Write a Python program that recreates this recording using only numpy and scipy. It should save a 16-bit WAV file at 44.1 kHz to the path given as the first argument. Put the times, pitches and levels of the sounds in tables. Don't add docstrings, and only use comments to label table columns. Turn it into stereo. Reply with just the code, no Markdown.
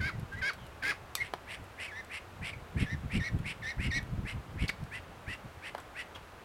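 import sys
import numpy as np
from scipy import signal
from scipy.fft import rfft, irfft
from scipy.io import wavfile
from scipy.ndimage import uniform_filter1d

SR = 44100
rng = np.random.default_rng(int(sys.argv[2]) if len(sys.argv) > 2 else 0)


def pcm_store(signal):
    levels = np.round(np.clip(np.atleast_2d(signal), -1, 1) * 32767)
    wavfile.write(sys.argv[1], SR, levels.astype(np.int16).T)


N = 284356
TIME = np.arange(N) / SR
FREQS = np.maximum(np.arange(N // 2 + 1) * SR / N, 1)


def from_db(db):
    return 10 ** (np.asarray(db) / 20)


def rms_one(x):
    return x / np.sqrt(np.mean(x ** 2) + 1e-20)


def across_hz(points):
    hz, value = np.transpose(points)
    return np.interp(np.log(FREQS), np.log(hz), value)


def colour(x, points):
    return irfft(rfft(x) * from_db(across_hz(points)), N)


def wander(rate_hz, size):
    hz = np.arange(size // 2 + 1) * SR / size
    slowed = rfft(rng.standard_normal(size)) / (1 + (hz / rate_hz) ** 2)
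    return rms_one(irfft(slowed, size))


def panned(x, pan_db):
    left, right = from_db(pan_db / 2), from_db(-pan_db / 2)
    return np.array([x * left, x * right]) * 2 / (left + right)


def add(out, start_s, sound):
    start = int(round(start_s * SR))
    first, last = max(start, 0), min(start + sound.shape[1], N)
    out[:, first:last] += sound[:, first - start:last - start]


def from_side(pair, lag_ms, most_turn):
    turn = most_turn * np.tanh(2 * np.pi * FREQS * lag_ms / 10 ** 3 / most_turn)
    left = irfft(rfft(pair[0]) * np.exp(-1j * turn), N)
    return np.array([left, pair[1]])


# pitch_hz [Hz], level_db [dB]
OUTDOORS_TONE = [(12, -46), (20, -12), (91, 2), (120, -7), (216, -10), (459, -7.5), (698, -7.5), (825, -8),
                 (1370, -10), (1810, -14.5), (2750, -18.5), (3070, -20.5), (5230, -29), (10800, -34.5),
                 (16000, -38.5)]
# pitch_hz [Hz], likeness [clipped to 0-1 when played]
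OUTDOORS_LIKENESS = [(50, 3.3), (300, 1.4), (1000, 0.34), (3000, -0.44), (10000, -0.43)]
# [dB, left minus right]
OUTDOORS_LEAN = [(50, 3.7), (600, 2.9), (2000, 4.1), (8000, 0.32)]


def outdoors(level_db):
    mid, side = rfft(rng.standard_normal((2, N)))
    alike = np.clip(across_hz(OUTDOORS_LIKENESS), 0, 1)
    difference = np.sqrt((1 - alike) / (1 + alike)) * side
    pair = mid + difference * np.array([[1], [-1]])
    tone = panned(from_db(across_hz(OUTDOORS_TONE)), across_hz(OUTDOORS_LEAN))
    noise = irfft(pair * tone, N)
    return from_db(level_db) * noise / noise.mean(axis=0).std()


# time_s [s], strength_db [dB]
BREEZE = [(0.0, -43.5), (0.2, -42), (0.48, -50), (1.92, -57.5), (2.31, -52.5), (2.55, -46.5), (2.76, -46.5),
          (2.96, -41), (3.51, -44), (3.69, -46.5), (3.8, -42.5), (4.73, -47), (4.9, -51.5), (5.38, -50),
          (5.69, -63), (6.44, -59)]
# pitch_hz [Hz], level_db [dB]
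WIND_TONE = [(12, -32), (20, -9), (65, 2), (114, 3.5), (206, -6), (500, -28), (650, -38), (1100, -120)]


def wind(middling_db, swing, pan_db, lump_db, lump_hz):
    time_s, strength_db = np.transpose(BREEZE)
    breeze_db = np.interp(TIME, time_s, strength_db) - np.median(strength_db)
    force = panned(from_db(middling_db + swing * breeze_db), pan_db)
    lumps = rms_one(from_db(lump_db * np.array([wander(lump_hz, N), wander(lump_hz, N)])))
    noise = rms_one(colour(rng.standard_normal((2, N)), WIND_TONE))
    return force * lumps * noise


# [dB, before the common level_db is added]
BUFFETS = [(.005, -29.5), (.19, -37), (1.612, -36), (2.421, -31), (2.772, -21), (2.827, -18),
           (2.941, -24.5), (3.056, -26), (3.154, -22), (3.349, -19.5), (3.796, -23), (3.84, -31.5),
           (3.876, -20.5), (3.976, -27), (4.138, -24), (4.19, -25), (4.247, -27.5), (4.359, -27),
           (4.566, -29.5), (4.632, -18.5), (4.83, -28.5), (5.291, -30.5), (5.458, -34.5)]


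def buffets(level_db, width_s, eddy_db, right_port_db):
    power = 0
    for peak_s, puff_db in BUFFETS:
        distance = np.minimum(((TIME - peak_s) / width_s) ** 2, np.log(10 ** 12))
        power = power + from_db(2 * puff_db) * np.exp(-distance)
    push = np.sqrt(power)
    rumble = rms_one(colour(rng.standard_normal((2, N)), WIND_TONE))
    rumble /= np.sqrt(uniform_filter1d(rumble ** 2, SR // 40) + 0.041)
    eddy_tone = [(60, -16), (200, 7.0), (400, -7), (800, -16.5), (2000, -42), (8000, -80)]  # (Hz, dB)
    eddies = rms_one(colour(rng.standard_normal((2, N)), eddy_tone))
    puffs = push * (rumble + from_db(eddy_db) * eddies * push / push.max())
    return from_db(level_db) * puffs * from_db([[0], [right_port_db]])


# [dB, left minus right]
ECHOES = [(.0034, -67, 10), (.0071, -14.5, 3), (.013, -17.5, 15), (.021, -24, -15)]


def garden(x, tail_db, t60, dull_hz):
    out = x.copy()
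    dull = signal.sosfilt(signal.butter(1, dull_hz, fs=SR, output="sos"), x[1])
    for delay_s, level_db, pan_db in ECHOES:
        add(out, delay_s, panned(from_db(level_db) * dull, pan_db))
    t = TIME[:SR // 2]
    build_up = np.minimum(t / 0.018, 1)
    scatter = rng.standard_normal((2, len(t))) * from_db(-60 * t / t60) * build_up
    scatter /= np.sqrt(np.sum(scatter ** 2) / 2)
    tail = signal.fftconvolve(dull[None], scatter, axes=1)[:, :N]
    return out + from_db(tail_db) * tail


# start_s [s], level_db [dB, of the burst as it starts],
# pan_db [dB, left minus right], t60_s [s for the burst to fall 60 dB]
SNAPS = [(.197, -45.5, 0, 0.022), (.533, -44, 5, .039), (.666, -48, -1, 0.024), (1.1524, -17, 0, 0.017),
         (1.641, -48.5, -1, 0.022), (2.047, -46.5, 9, .015), (3.388, -49, 3, .03), (4.029, -42, 0, 0.0073),
         (4.839, -47, 3, .011), (5.78, -46, -6, 0.016), (5.801, -45, -1, .027)]
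# start_s [s], level_db [dB], pan_db [dB], t60_s [s], as for the snaps
KNOCKS = [(1.3368, -20.5, 3.5, 0.015), (5.7485, -28.5, 0.5, 0.021), (5.7805, -37.5, 4, 0.15),
          (6.157, -39.5, 3, 0.12)]
# pitch_hz [Hz], width_hz [Hz], level_db [dB]
SNAP_BODY = [(990, 3300, -3), (2410, 150, 9), (3500, 790, -0.5), (6100, 4200, -3), (7770, 700, 4),
             (11500, 1700, -1.5)]
# pitch_hz [Hz], width_hz [Hz], level_db [dB]
KNOCK_BODY = [(715, 1090, 13.5), (1400, 1650, 9), (2960, 680, -1), (4650, 2900, -10), (8200, 5500, -14)]


def hits(table, body, tail_db, tail_t60):
    out, t = np.zeros((2, N)), TIME[:SR // 5]
    for start_s, level_db, pan_db, t60_s in table:
        grit = rng.standard_normal(len(t))
        burst = grit * (from_db(-60 * t / t60_s) + from_db(tail_db - 60 * t / tail_t60))
        rung, power = 0, 0
        for k, (pitch_hz, width_hz, mode_db) in enumerate(body):
            r = np.exp(-np.pi * width_hz / SR)
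            poles = [1, -2 * r * np.cos(2 * np.pi * pitch_hz / SR), r * r]
            mode = (1 - r * r) / 2 * signal.lfilter([1, 0, -1], poles, burst)
            rung = rung + (-1) ** k * from_db(mode_db) * mode
            power += from_db(2 * mode_db) * (1 - r * r) / 2
        add(out, start_s, panned(from_db(level_db) * rung / np.sqrt(power), pan_db))
    return out


def litter():
    snaps = hits(SNAPS, SNAP_BODY, tail_db=-25, tail_t60=0.14)
    knocks = hits(KNOCKS, KNOCK_BODY, tail_db=1, tail_t60=0.015)
    return snaps + knocks


def membrane(hz, rough, jitter, jitter_hz, flutter_db):
    size = len(hz)
    drift = 1 + jitter * rough ** 2 * wander(jitter_hz, size)
    phase = 2 * np.pi * np.cumsum(hz * drift) / SR
    stumble = .6 * rough * wander(2 * jitter_hz, size)
    flutter = rms_one(from_db(flutter_db * rough * wander(jitter_hz, size)))
    return np.sin(phase + stumble) * flutter


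# [dB, left minus right]
SQUEAKS = [(.098, 0.073, 2040, 1890, -54, 0.3, 13), (0.314, .048, 1570, 1626, -39, 0.25, -2),
           (.352, 0.068, 1867, 2040, -44, 0.39, 5), (0.561, .14, 3440, 2830, -60.5, 0.46, 0),
           (1.2, 0.033, 2180, 2097, -29.5, 0.17, 4), (1.869, 0.035, 2780, 2020, -43.5, .38, 1),
           (2.529, 0.015, 2605, 2010, -40.5, 0.25, -3), (4.679, 0.012, 4420, 3990, -37.5, 0.73, -58),
           (4.688, .0185, 2610, 1700, -28.5, 0.62, 8), (6.145, 0.028, 3670, 2670, -45, 0.63, -1)]


def squeaks(jitter, jitter_hz, overtone_db, air_db):
    out = np.zeros((2, N))
    for start_s, length_s, first_hz, last_hz, level_db, rough, pan_db in SQUEAKS:
        size = int(length_s * SR)
        slide = np.geomspace(first_hz, last_hz, size)
        swing = rms_one(membrane(slide, rough, jitter, jitter_hz, flutter_db=3.5))
        hiss = uniform_filter1d(rng.standard_normal(size), size=3)
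        air = from_db(air_db) * np.maximum(swing, 0) * hiss
        overtone = from_db(overtone_db) * (swing ** 2 - 1)
        voice = swing + rough * (overtone + air)
        swell = np.sin(np.linspace(0, np.pi, size))
        add(out, start_s, panned(from_db(level_db) * voice * swell, pan_db))
    return out


def ease(x):
    return np.sin(np.pi / 2 * np.clip(x, 0, 1)) ** 2


def gesture(scoop, scoop_s, rise_per_s, sag, sag_s, attack_s, release_s,
            break_at, break_s, mend_s, early_high_db, high_db, early_rough):
    def shape(size):
        t = np.arange(size) / SR
        left = t[-1] - t
        slide_in = 1 + scoop * np.maximum(1 - t / scoop_s, 0) ** 2
        climb = 1 + rise_per_s * (t - t.mean())
        droop = 1 - sag * np.maximum(1 - left / sag_s, 0) ** 2
        bend = slide_in * climb * droop
        broken = ease((t - break_at * t[-1]) / break_s + .5) * ease(left / mend_s)
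        low = np.minimum(t / attack_s, 1) * np.minimum(left / release_s, 1) + 10 ** -4
        high = low * from_db(early_high_db + (high_db - early_high_db) * broken)
        hoarse = early_rough + (1 - early_rough) * broken
        return bend, low, high, hoarse
    return shape


def calls(table, shape, throat, jitter, jitter_hz, flutter_db, air_db, opening, stiffness, usual_drive, push):
    out = np.zeros((1, N))
    usual_db = np.mean([row[4] for row in table])
    for start_s, length_s, low_hz, high_hz, level_db, rough in table:
        size = int(length_s * SR)
        bend, low, high, hoarse = shape(size)
        drive = usual_drive * hoarse * from_db(push * (level_db - usual_db))
        low_side = low * membrane(low_hz * bend, rough * hoarse, jitter, jitter_hz, flutter_db)
        high_side = high * membrane(high_hz * bend, rough * hoarse, jitter, jitter_hz, flutter_db)
        swing = low_side + high_side
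        effort = np.hypot(low, high)
        pressure = np.sqrt(effort / effort.max())
        gap = np.tanh(stiffness * drive * pressure * swing / effort)
        flow = (np.logaddexp(0, opening * drive * gap) - np.log(2)) / drive
        flow = rms_one(signal.sosfilt(signal.butter(2, 500, "high", fs=SR, output="sos"), flow))
        hiss = rms_one(pressure * np.maximum(gap, 0) * rng.standard_normal(size))
        air = from_db(air_db) * rough * hoarse * hiss
        add(out, start_s, from_db(level_db) * rms_one(pressure * (flow + air))[None])
    return colour(out[0], throat)


# start_s [s], length_s [s], low_side_hz [Hz] and high_side_hz [Hz, before the bend],
# level_db [dB, before the throat], roughness [0-1]
PEEPS = [(1.163, 0.079, 1936, 2060, -45.5, 0.25), (1.903, 0.12, 1760, 1975, -46, 0.23),
         (2.848, 0.11, 1780, 1978, -45, .3), (3.19, 0.11, 1873, 2145, -41, 0.36),
         (3.617, .115, 1814, 2070, -41, 0.4), (3.903, 0.096, 1887, 2182, -36.5, 0.32)]
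# pitch_hz [Hz], level_db [dB]
PEEP_THROAT = [(300, -6), (800, -9), (1500, -0.5), (2300, 5), (2900, 3), (4000, 2), (5400, 12), (5850, 15),
               (6300, -2.5), (8000, 0), (9500, 0), (11500, -5), (16000, -27)]


def peeping_duck():
    shape = gesture(scoop=.45, scoop_s=.026, rise_per_s=1.4, sag=.2, sag_s=.028,
                    attack_s=0.017, release_s=.013, break_at=0.43, break_s=0.013, mend_s=0.023,
                    early_high_db=-20.5, high_db=-1.5, early_rough=1.0)
    voice = calls(PEEPS, shape, PEEP_THROAT, jitter=0.12, jitter_hz=297, flutter_db=3, air_db=-9.0,
                  opening=9.5, stiffness=1.29, usual_drive=0.4, push=0.68)
    return from_side(panned(voice, pan_db=3), lag_ms=-0.13, most_turn=1.0)


# start_s [s], length_s [s], low_side_hz [Hz, before the bend],
# level_db [dB, before the throat], roughness [0-1]
QUACKS = [(1.195, .1, 1985, -47, .88), (1.461, .11, 2130, -42.5, .95), (1.769, .11, 2170, -40, .84),
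          (2.087, .11, 2170, -40.5, .78), (2.407, .11, 2220, -39, .76), (2.756, .1, 2130, -39.5, .87),
          (3.093, .1, 2260, -38, .7), (3.436, .1, 2320, -38, .74), (3.778, .115, 2100, -38, .64),
          (4.243, .095, 2130, -40.5, .72), (4.569, .1, 2240, -41, .75), (4.903, .095, 1990, -41.5, .62),
          (5.256, .108, 1950, -40.5, .6), (5.612, .097, 1980, -43, .76), (5.942, .095, 1960, -40.5, .68)]
# pitch_hz [Hz], level_db [dB]
QUACK_THROAT = [(300, -12), (900, -4), (1700, -0.5), (2500, -3), (3300, -1), (4400, 0.5), (5500, 2.5),
                (6400, -10), (8200, 4), (9500, 1), (11000, 0), (15000, -24.5)]


def quacking_duck():
    shape = gesture(scoop=-.35, scoop_s=.052, rise_per_s=.9, sag=.06, sag_s=0.026,
                    attack_s=0.028, release_s=0.025, break_at=.32, break_s=.06, mend_s=0.0068,
                    early_high_db=2, high_db=-2.5, early_rough=.45)
    high_hz = 2714
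    table = [(start_s, length_s, low_hz, high_hz, level_db, rough)
             for start_s, length_s, low_hz, level_db, rough in QUACKS]
    voice = calls(table, shape, QUACK_THROAT, jitter=0.131, jitter_hz=380, flutter_db=6.0, air_db=-8.5,
                  opening=0.96, stiffness=1.0, usual_drive=1.0, push=0.26)
    return from_side(panned(voice, pan_db=0.5), lag_ms=0.066, most_turn=2.05)


# start_s [s], length_s [s], low_side_hz [Hz] and
# high_side_hz [Hz, before the bend], level_db [dB, before the throat], roughness [0-1]
SQUAWKS = [(0, 0.11, 1583, 2186, -33.5, 0.26), (.414, 0.1, 1611, 2204, -30, 0.19),
           (.822, .108, 1622, 2154, -30.5, 0.48)]
# pitch_hz [Hz], level_db [dB]
SQUAWK_THROAT = [(300, 5), (800, -3), (1100, -5), (1500, -4.5), (2300, 6), (3000, -1.5), (4000, 4),
                 (5200, 1), (6200, -2), (6800, 0), (8400, -7), (9400, 3.5), (11000, -8.5)]


def squawking_duck():
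    shape = gesture(scoop=.3, scoop_s=.017, rise_per_s=1.6, sag=.46, sag_s=.034,
                    attack_s=0.013, release_s=.012, break_at=0.39, break_s=.05, mend_s=.028,
                    early_high_db=-11.5, high_db=-9.5, early_rough=0.85)
    voice = calls(SQUAWKS, shape, SQUAWK_THROAT, jitter=.05, jitter_hz=410, flutter_db=13, air_db=-5,
                  opening=2.4, stiffness=2.2, usual_drive=0.78, push=0.57)
    return from_side(panned(voice, pan_db=-0.5), lag_ms=0.084, most_turn=2.15)


def scene():
    rumble = outdoors(level_db=-51)
    breeze = wind(middling_db=-45, swing=1.49, pan_db=7, lump_db=6, lump_hz=16)
    puffs = buffets(level_db=-2, width_s=0.015, eddy_db=-14.5, right_port_db=-22.5)
    squeaking = squeaks(jitter=0.197, jitter_hz=450, overtone_db=-9.5, air_db=0.0)
    small_noises = from_side(squeaking + litter(), lag_ms=0.083, most_turn=1.84)
    ducks = peeping_duck() + quacking_duck() + squawking_duck()
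    near = garden(ducks + small_noises, tail_db=-11.0, t60=0.2, dull_hz=7200)
    return near + breeze + puffs + rumble


def record(dry):
    steep = signal.ellip(8, .05, 60, 15900, fs=SR, output="sos")
    return signal.sosfiltfilt(steep, dry)


dry = scene()
out = record(dry)
pcm_store(out)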